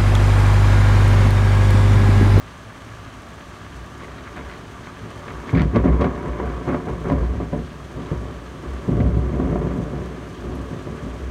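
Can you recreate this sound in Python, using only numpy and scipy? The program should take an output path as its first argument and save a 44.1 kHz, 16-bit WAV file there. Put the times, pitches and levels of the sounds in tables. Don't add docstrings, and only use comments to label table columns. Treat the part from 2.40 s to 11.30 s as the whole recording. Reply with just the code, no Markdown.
import sys
import numpy as np
from scipy import signal
from scipy.fft import rfft, irfft
from scipy.io import wavfile
from scipy.ndimage import uniform_filter1d

SR = 44100
rng = np.random.default_rng(int(sys.argv[2]) if len(sys.argv) > 2 else 0)


def generate_wav(signal):
    frames = np.transpose(np.atleast_2d(signal))
    scaled = np.clip(frames, -1, 1) * 32767
    pcm = np.round(scaled).astype(np.int16)
    wavfile.write(sys.argv[1], SR, pcm)


N = 392490
TIME = np.arange(N) / SR
BINS = np.maximum(np.fft.rfftfreq(N, 1 / SR), 1)


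def from_db(db):
    return 10 ** (np.asarray(db) / 20)


def rms_one(x):
    return x / np.sqrt(np.mean(x ** 2) + 1e-20)


def in_time(rows):
    seconds, *columns = np.transpose(rows)
    return [np.interp(TIME, seconds, column) for column in columns]


def butter(x, hz, kind, order=2):
    sos = signal.butter(order, np.clip(hz, 10, .45 * SR), kind, fs=SR, output="sos")
    return signal.sosfilt(sos, x + 1e-18)


def below(x, hz):
    return irfft(rfft(x) / (1 + (BINS / hz) ** 10), N)


def coloured(x, spectrum):
    hz, db = np.transpose(spectrum)
    gain_db = np.interp(np.log(BINS), np.log(hz), db)
    return irfft(rfft(x) * from_db(gain_db), N)


def resonate(x, modes):
    for hz, width_hz, db in modes:
        b, a = signal.iirpeak(hz, hz / width_hz, fs=SR)
        ringing = signal.lfilter(b, a, x + 1e-18)
        x = x + (from_db(db) - 1) * ringing
    return x


def evened(x, span_s):
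    size = max(int(span_s * SR), 8)
    power = uniform_filter1d(uniform_filter1d(x ** 2, size), size)
    return x / np.sqrt(np.abs(power) + 1e-20)


def impacts(per_s, spread_db):
    sizes = from_db(spread_db * np.minimum(rng.exponential(1, N), 5))
    signs = rng.choice([-1, 1], N)
    struck = rng.random(N) < per_s / SR
    return sizes * signs * struck


def scatter(x, t60, wet_db):
    keep = from_db(-120 / (t60 * SR))
    power = signal.lfilter([0, 1 - keep], [1, -keep], x ** 2 + 1e-18)
    return x + from_db(wet_db) * np.sqrt(power) * rng.standard_normal(N)


def swell(start_s, hold_s, attack_s, fall_db_per_s):
    t = TIME - start_s
    rise = np.clip(t / attack_s, 0, 1)
    fall_db = np.clip(fall_db_per_s * (t - attack_s - hold_s), 0, 150)
    return rise * from_db(-fall_db)


def together(levels_db, swells):
    return np.sqrt(sum((from_db(db) * gain) ** 2 for db, gain in zip(levels_db, swells)))


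# frequency in Hz, relative density in dB.
RAIN_SPECTRUM = [(25, -17), (42, -9), (62, -4), (88, -1.5), (108, 5.5), (130, -9), (270, -8), (480, -18),
                 (640, -9.5), (820, -15.5), (1500, -14.5), (2300, -22.5), (7000, -34.5), (15500, -49.5)]
SURFACE_BANDS = [(1000, 2820), (2400, 5350), (5200, 14000)]
# frequency in Hz, width in Hz, lift or dip in dB.
SPLASH_BANDS = [(905, 62, 3), (1168, 74, 7), (1440, 160, -1.5), (1685, 100, 3), (3160, 420, 3.5),
                (5070, 530, -2), (6230, 640, 4), (8700, 1300, 2.5), (10400, 370, -2.5)]
# frequency in Hz, width in Hz, lift or dip in dB at full strength.
RECESS_MODES = [(109, 10, 7), (126, 8, -5), (143, 10, 6), (163, 10, 5), (182, 8, 6), (206, 14, -4),
                (228, 10, 7), (264, 13, 9), (365, 22, 6), (441, 8, 9), (527, 8, 8), (587, 18, 12),
                (718, 13, 12), (986, 45, 7), (1128, 70, 7), (1660, 140, 3), (2180, 200, 5)]
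WASH_DB, PATTER_DB = -41, -50


def rain(room_share=0.13):
    modes = [(hz, width_hz, db * room_share) for hz, width_hz, db in RECESS_MODES]
    wash = coloured(rng.standard_normal(N), RAIN_SPECTRUM)
    patter = 0
    for low_hz, high_hz in SURFACE_BANDS:
        hits = scatter(impacts(per_s=450, spread_db=3.3), t60=.08, wet_db=2)
        patter = patter + butter(hits, [low_hz, high_hz], "band")
    patter = coloured(patter, RAIN_SPECTRUM)
    mixed = from_db(WASH_DB) * rms_one(wash) + from_db(PATTER_DB) * rms_one(patter)
    return resonate(mixed, modes + SPLASH_BANDS)


# time in seconds, relative level in dB,
# dullness in dB lost from one register to the next.
DISTANT_ROLL = [(0, -47.5, 5), (1.2, -45, 4.5), (1.65, -43, 3), (2.1, -43.5, 0), (2.45, -43, 3.5),
                (3.0, -42.5, -2), (3.3, -35.5, 1.5), (3.75, -29.5, 1), (4.15, -33, 0), (4.6, -30, 4.5),
                (5.05, -32.5, 9), (5.42, -38.5, 5.5), (5.7, -39.5, -2.5), (6.05, -38.5, 3.5),
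                (6.44, -36.5, 1), (7.05, -21, 4.5), (7.9, -37, 2), (8.9, -37, 0.5)]
# start in seconds, hold in seconds,
# relative level in dB, dullness in dB lost per register, relative boom level in dB.
CHANNEL_PEALS = [(1.305, 0.044, -54, 9, -37.5), (1.59, 0.081, -46, -1.5, -43),
                 (1.95, 0.043, -40, 0.5, -37.5), (2.615, 0.021, -30.5, 13, -52),
                 (2.875, 0.032, -36, 7, -35), (3.064, 0.034, -35, 4, -53), (3.126, 0.087, -13, 11, -18.5),
                 (3.324, .02, -18.5, 8, -28), (3.345, 0.01, -12, 5, -18), (3.433, 0.047, -13, 7, -14),
                 (3.517, 0.014, -21, 3, -19), (3.59, 0.053, -17.5, 2.5, -30),
                 (3.838, 0.016, -26.5, 2.5, -26.5), (3.98, .09, -29.5, 2, -25.5),
                 (4.27, 0.066, -23, 1.5, -39), (4.463, 0.018, -25.5, 2, -27), (4.639, .04, -24.5, 2.5, -45),
                 (4.685, 0.039, -21, 5, -21), (4.747, 0.08, -25.5, 3, -19.5), (4.867, 0.075, -31.5, 3, -33),
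                 (4.943, 0.035, -28, 10, -45), (4.994, 0.014, -24.5, 4, -42), (5.117, 0.055, -21.5, 8, -33),
                 (5.551, 0.05, -29, 6.5, -52), (5.708, 0.017, -27, 4.5, -27), (5.802, 0.1, -34, 4, -38),
                 (6.225, 0.023, -34, 2, -25.5), (6.476, 0.12, -17.5, 8.5, -20),
                 (6.597, 0.097, -17, 13, -19), (6.743, 0.066, -24, 11, -21.5), (6.9, .05, -26, 13, -25),
                 (6.993, 0.04, -29, 15, -29), (7.09, 0.05, -22, 7, -27), (7.198, 0.067, -23, 5.5, -33),
                 (7.347, 0.034, -20.5, 12, -42), (7.523, 0.079, -27, 7.5, -37),
                 (8.02, 0.13, -30.5, 4, -32.5), (8.19, 0.035, -32.5, 5, -38),
                 (8.307, 0.032, -28.5, 6.5, -52), (8.461, 0.028, -27, 7, -46),
                 (8.62, 0.048, -29.5, 13, -33), (8.762, .1, -52, 7, -28)]
# frequency in Hz, relative density in dB.
THUNDER_SPECTRUM = [(60, 1), (85, -6.5), (110, -4.5), (160, -2.5), (205, -6.5), (260, -7.5), (400, -6.5),
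                    (500, -14), (640, -19.5), (820, -24), (1100, -22), (2200, -35.5), (3000, -45),
                    (7000, -59)]
PEAL_ATTACK_S, PEAL_FALL_DB_PER_S = .011, 212
RUMBLE_DB, ROAR_DB, CRACKLE_DB = -2, -1.5, -4.5
AIR_LOSS_START_S, AIR_LOSS_DB_PER_S = 3.1, 1.14


def roll():
    shocks = scatter(impacts(per_s=1000, spread_db=3.0), t60=0.18, wet_db=-0.5)
    shocks = resonate(coloured(shocks, THUNDER_SPECTRUM), RECESS_MODES)
    deep, low, middle = below(shocks, 51), below(shocks, 267), below(shocks, 780)

    far_db, far_dull_db = in_time(DISTANT_ROLL)
    _, _, peal_db, dull_db, _ = np.transpose(CHANNEL_PEALS)
    swells = [swell(s, hold, PEAL_ATTACK_S, PEAL_FALL_DB_PER_S) for s, hold, *_ in CHANNEL_PEALS]
    gains = []
    for register in range(3):
        far = from_db(far_db - register * far_dull_db)
        near = together(peal_db - register * dull_db, swells)
        gains.append(np.hypot(far, near))

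    rumble = from_db(RUMBLE_DB) * gains[0] * evened(low - deep, span_s=0.047)
    roar = from_db(ROAR_DB) * gains[1] * evened(middle - low, span_s=0.046)
    air_db = AIR_LOSS_DB_PER_S * np.maximum(TIME - AIR_LOSS_START_S, 0)
    crackle = from_db(CRACKLE_DB - air_db) * gains[2] * evened(shocks - middle, span_s=0.036)
    return rumble + roar + below(crackle, 3800)


BOOM_HZ, BOOM_WIDTH_HZ = 62, 9
BOOM_LAG_S, BOOM_ATTACK_S, BOOM_FALL_DB_PER_S = 0.018, 0.052, 150
BOOM_IN_ROLL_DB = -4


def boom():
    band = [BOOM_HZ - BOOM_WIDTH_HZ / 2, BOOM_HZ + BOOM_WIDTH_HZ / 2]
    swing = butter(rng.standard_normal(N + SR), band, "band")[SR:]
    swells = [swell(s + BOOM_LAG_S, hold, BOOM_ATTACK_S, BOOM_FALL_DB_PER_S)
              for s, hold, *_ in CHANNEL_PEALS]
    struck = together([boom_db for *_, boom_db in CHANNEL_PEALS], swells)
    stirred = from_db(in_time(DISTANT_ROLL)[0] + BOOM_IN_ROLL_DB)
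    return np.hypot(struck, stirred) * evened(swing, span_s=0.059)


# start in seconds, hold in seconds, level in dB.
BRANCH_RIPS = [(1.596, .04, -44), (1.68, .03, -47), (1.77, .015, -44), (1.855, .015, -41),
               (1.957, .025, -37), (2.09, .04, -42), (2.878, 0.0092, -36.5), (3.076, 0.032, -39.5),
               (3.146, .05, -29), (3.207, 0.0063, -28.5), (3.344, 0.014, -31.5), (3.45, 0.036, -42),
               (3.606, .018, -38), (3.646, .012, -46), (4.275, 0.047, -45), (4.695, 0.039, -46),
               (6.6, .008, -38)]
# frequency in Hz, relative density in dB.
TEAR_SPECTRUM = [(700, -16), (1200, 3.5), (1500, 4.5), (2200, 4.5), (2800, -8.5), (4300, -14), (7000, -39),
                 (12000, -60)]
RIP_ATTACK_S, RIP_FALL_DB_PER_S = 0.0032, 443


def tear():
    snaps = scatter(impacts(per_s=460, spread_db=6.0), t60=0.091, wet_db=1.5)
    snaps = coloured(snaps, TEAR_SPECTRUM)
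    swells = [swell(s, hold, RIP_ATTACK_S, RIP_FALL_DB_PER_S) for s, hold, _ in BRANCH_RIPS]
    return together([db for *_, db in BRANCH_RIPS], swells) * evened(snaps, span_s=0.053)


# start in seconds, peak level in dB, centre in Hz.
CLOSE_DROPS = [(1.782, -43, 4000), (5.396, -33, 1140), (8.152, -49, 10900)]


def drips(t60=0.071, width=0.089):
    out, t = np.zeros(N), TIME[:SR // 10]
    for start_s, peak_db, hz in CLOSE_DROPS:
        burst = rng.standard_normal(len(t)) * from_db(-60 * t / t60)
        tick = butter(burst, [hz / (1 + width), hz * (1 + width)], "band")
        at = int(start_s * SR)
        out[at:at + len(t)] += from_db(peak_db) * tick / np.abs(tick).max()
    return out


# start in seconds, relative peak of the direct pulse in dB,
# length in seconds, sharpness of the front as a low-pass cutoff in Hz.
STRONG_SHOCKS = [(1.969, -25, .0006, 2500), (2.472, -22, 0.00048, 2000), (2.884, -21.5, 0.00037, 2500),
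                 (3.132, -9.5, 0.0065, 1100), (3.162, -11, 0.0042, 1900), (3.219, -10.5, 0.00064, 5200),
                 (3.256, -7.5, 0.0055, 300), (3.36, -6, 0.0019, 3000), (3.367, -6, 0.0034, 1600),
                 (3.458, -5.5, .003, 900), (3.611, -11, 0.0018, 4200), (3.616, -11, 0.0015, 3200),
                 (3.644, -5.5, 0.00264, 2300), (4, -9.5, 0.0021, 1400), (4.076, -26, 0.00065, 1600),
                 (4.277, -12, 0.0026, 1410), (4.346, -6.5, 0.0032, 1480), (4.485, -13, 0.0021, 1200),
                 (4.7, -7.5, .001, 1580), (4.72, -8, 0.00286, 1210), (4.734, -8.5, 0.0033, 700),
                 (5.002, -14, .0028, 600), (5.13, -15.5, 0.0019, 900), (5.134, -14.5, .0013, 1000),
                 (5.715, -9.5, .006, 444), (6.487, -7, 0.0056, 350), (6.601, -6, 0.0075, 500),
                 (6.767, -7.5, 0.0056, 400), (6.999, -6, 0.0027, 700), (7.157, -5.5, 0.0029, 690),
                 (7.357, -11, 0.0092, 250)]


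def claps(echo_db=-4, echo_t60=0.17):
    out, t = np.zeros(N), TIME[:SR // 5]
    for start_s, peak_db, length_s, front_hz in STRONG_SHOCKS:
        n_wave = (1 - 2 * t / length_s) * (t < length_s)
        pulse = butter(n_wave, front_hz, "low")
        dying = rng.standard_normal(len(t)) * from_db(-60 * t / echo_t60)
        walls = rms_one(dying) / np.sqrt(len(t))
        heard = pulse + from_db(echo_db) * signal.fftconvolve(pulse, walls)[:len(t)]
        at = int(start_s * SR)
        out[at:at + len(t)] += from_db(peak_db) * heard / np.abs(pulse).max()
    return resonate(butter(out, 79, "high"), RECESS_MODES)


THUNDER_DB, CLAP_DB = 0.94, -4


def scene():
    thunder = from_db(THUNDER_DB) * (roll() + boom()) + tear() + from_db(CLAP_DB) * claps()
    return (thunder + rain() + drips())[None]


def gain_control(x, threshold_db=-29, share=0.14, release_db_per_s=14):
    power = np.abs(uniform_filter1d(x[0] ** 2, SR // 50))
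    level_db = 10 * np.log10(power + 1e-12)
    release_db = release_db_per_s * TIME
    held_db = np.maximum.accumulate(level_db + release_db) - release_db
    excess_db = butter(np.maximum(held_db - threshold_db, 0), 10, "low", order=1)
    return x * from_db(-share * excess_db)


CUTOFF_HZ = 15700


def record(dry):
    top_cut = signal.ellip(10, .1, 80, CUTOFF_HZ, fs=SR, output="sos")
    return signal.sosfilt(top_cut, gain_control(dry))


dry = scene()
out = record(dry)
generate_wav(out)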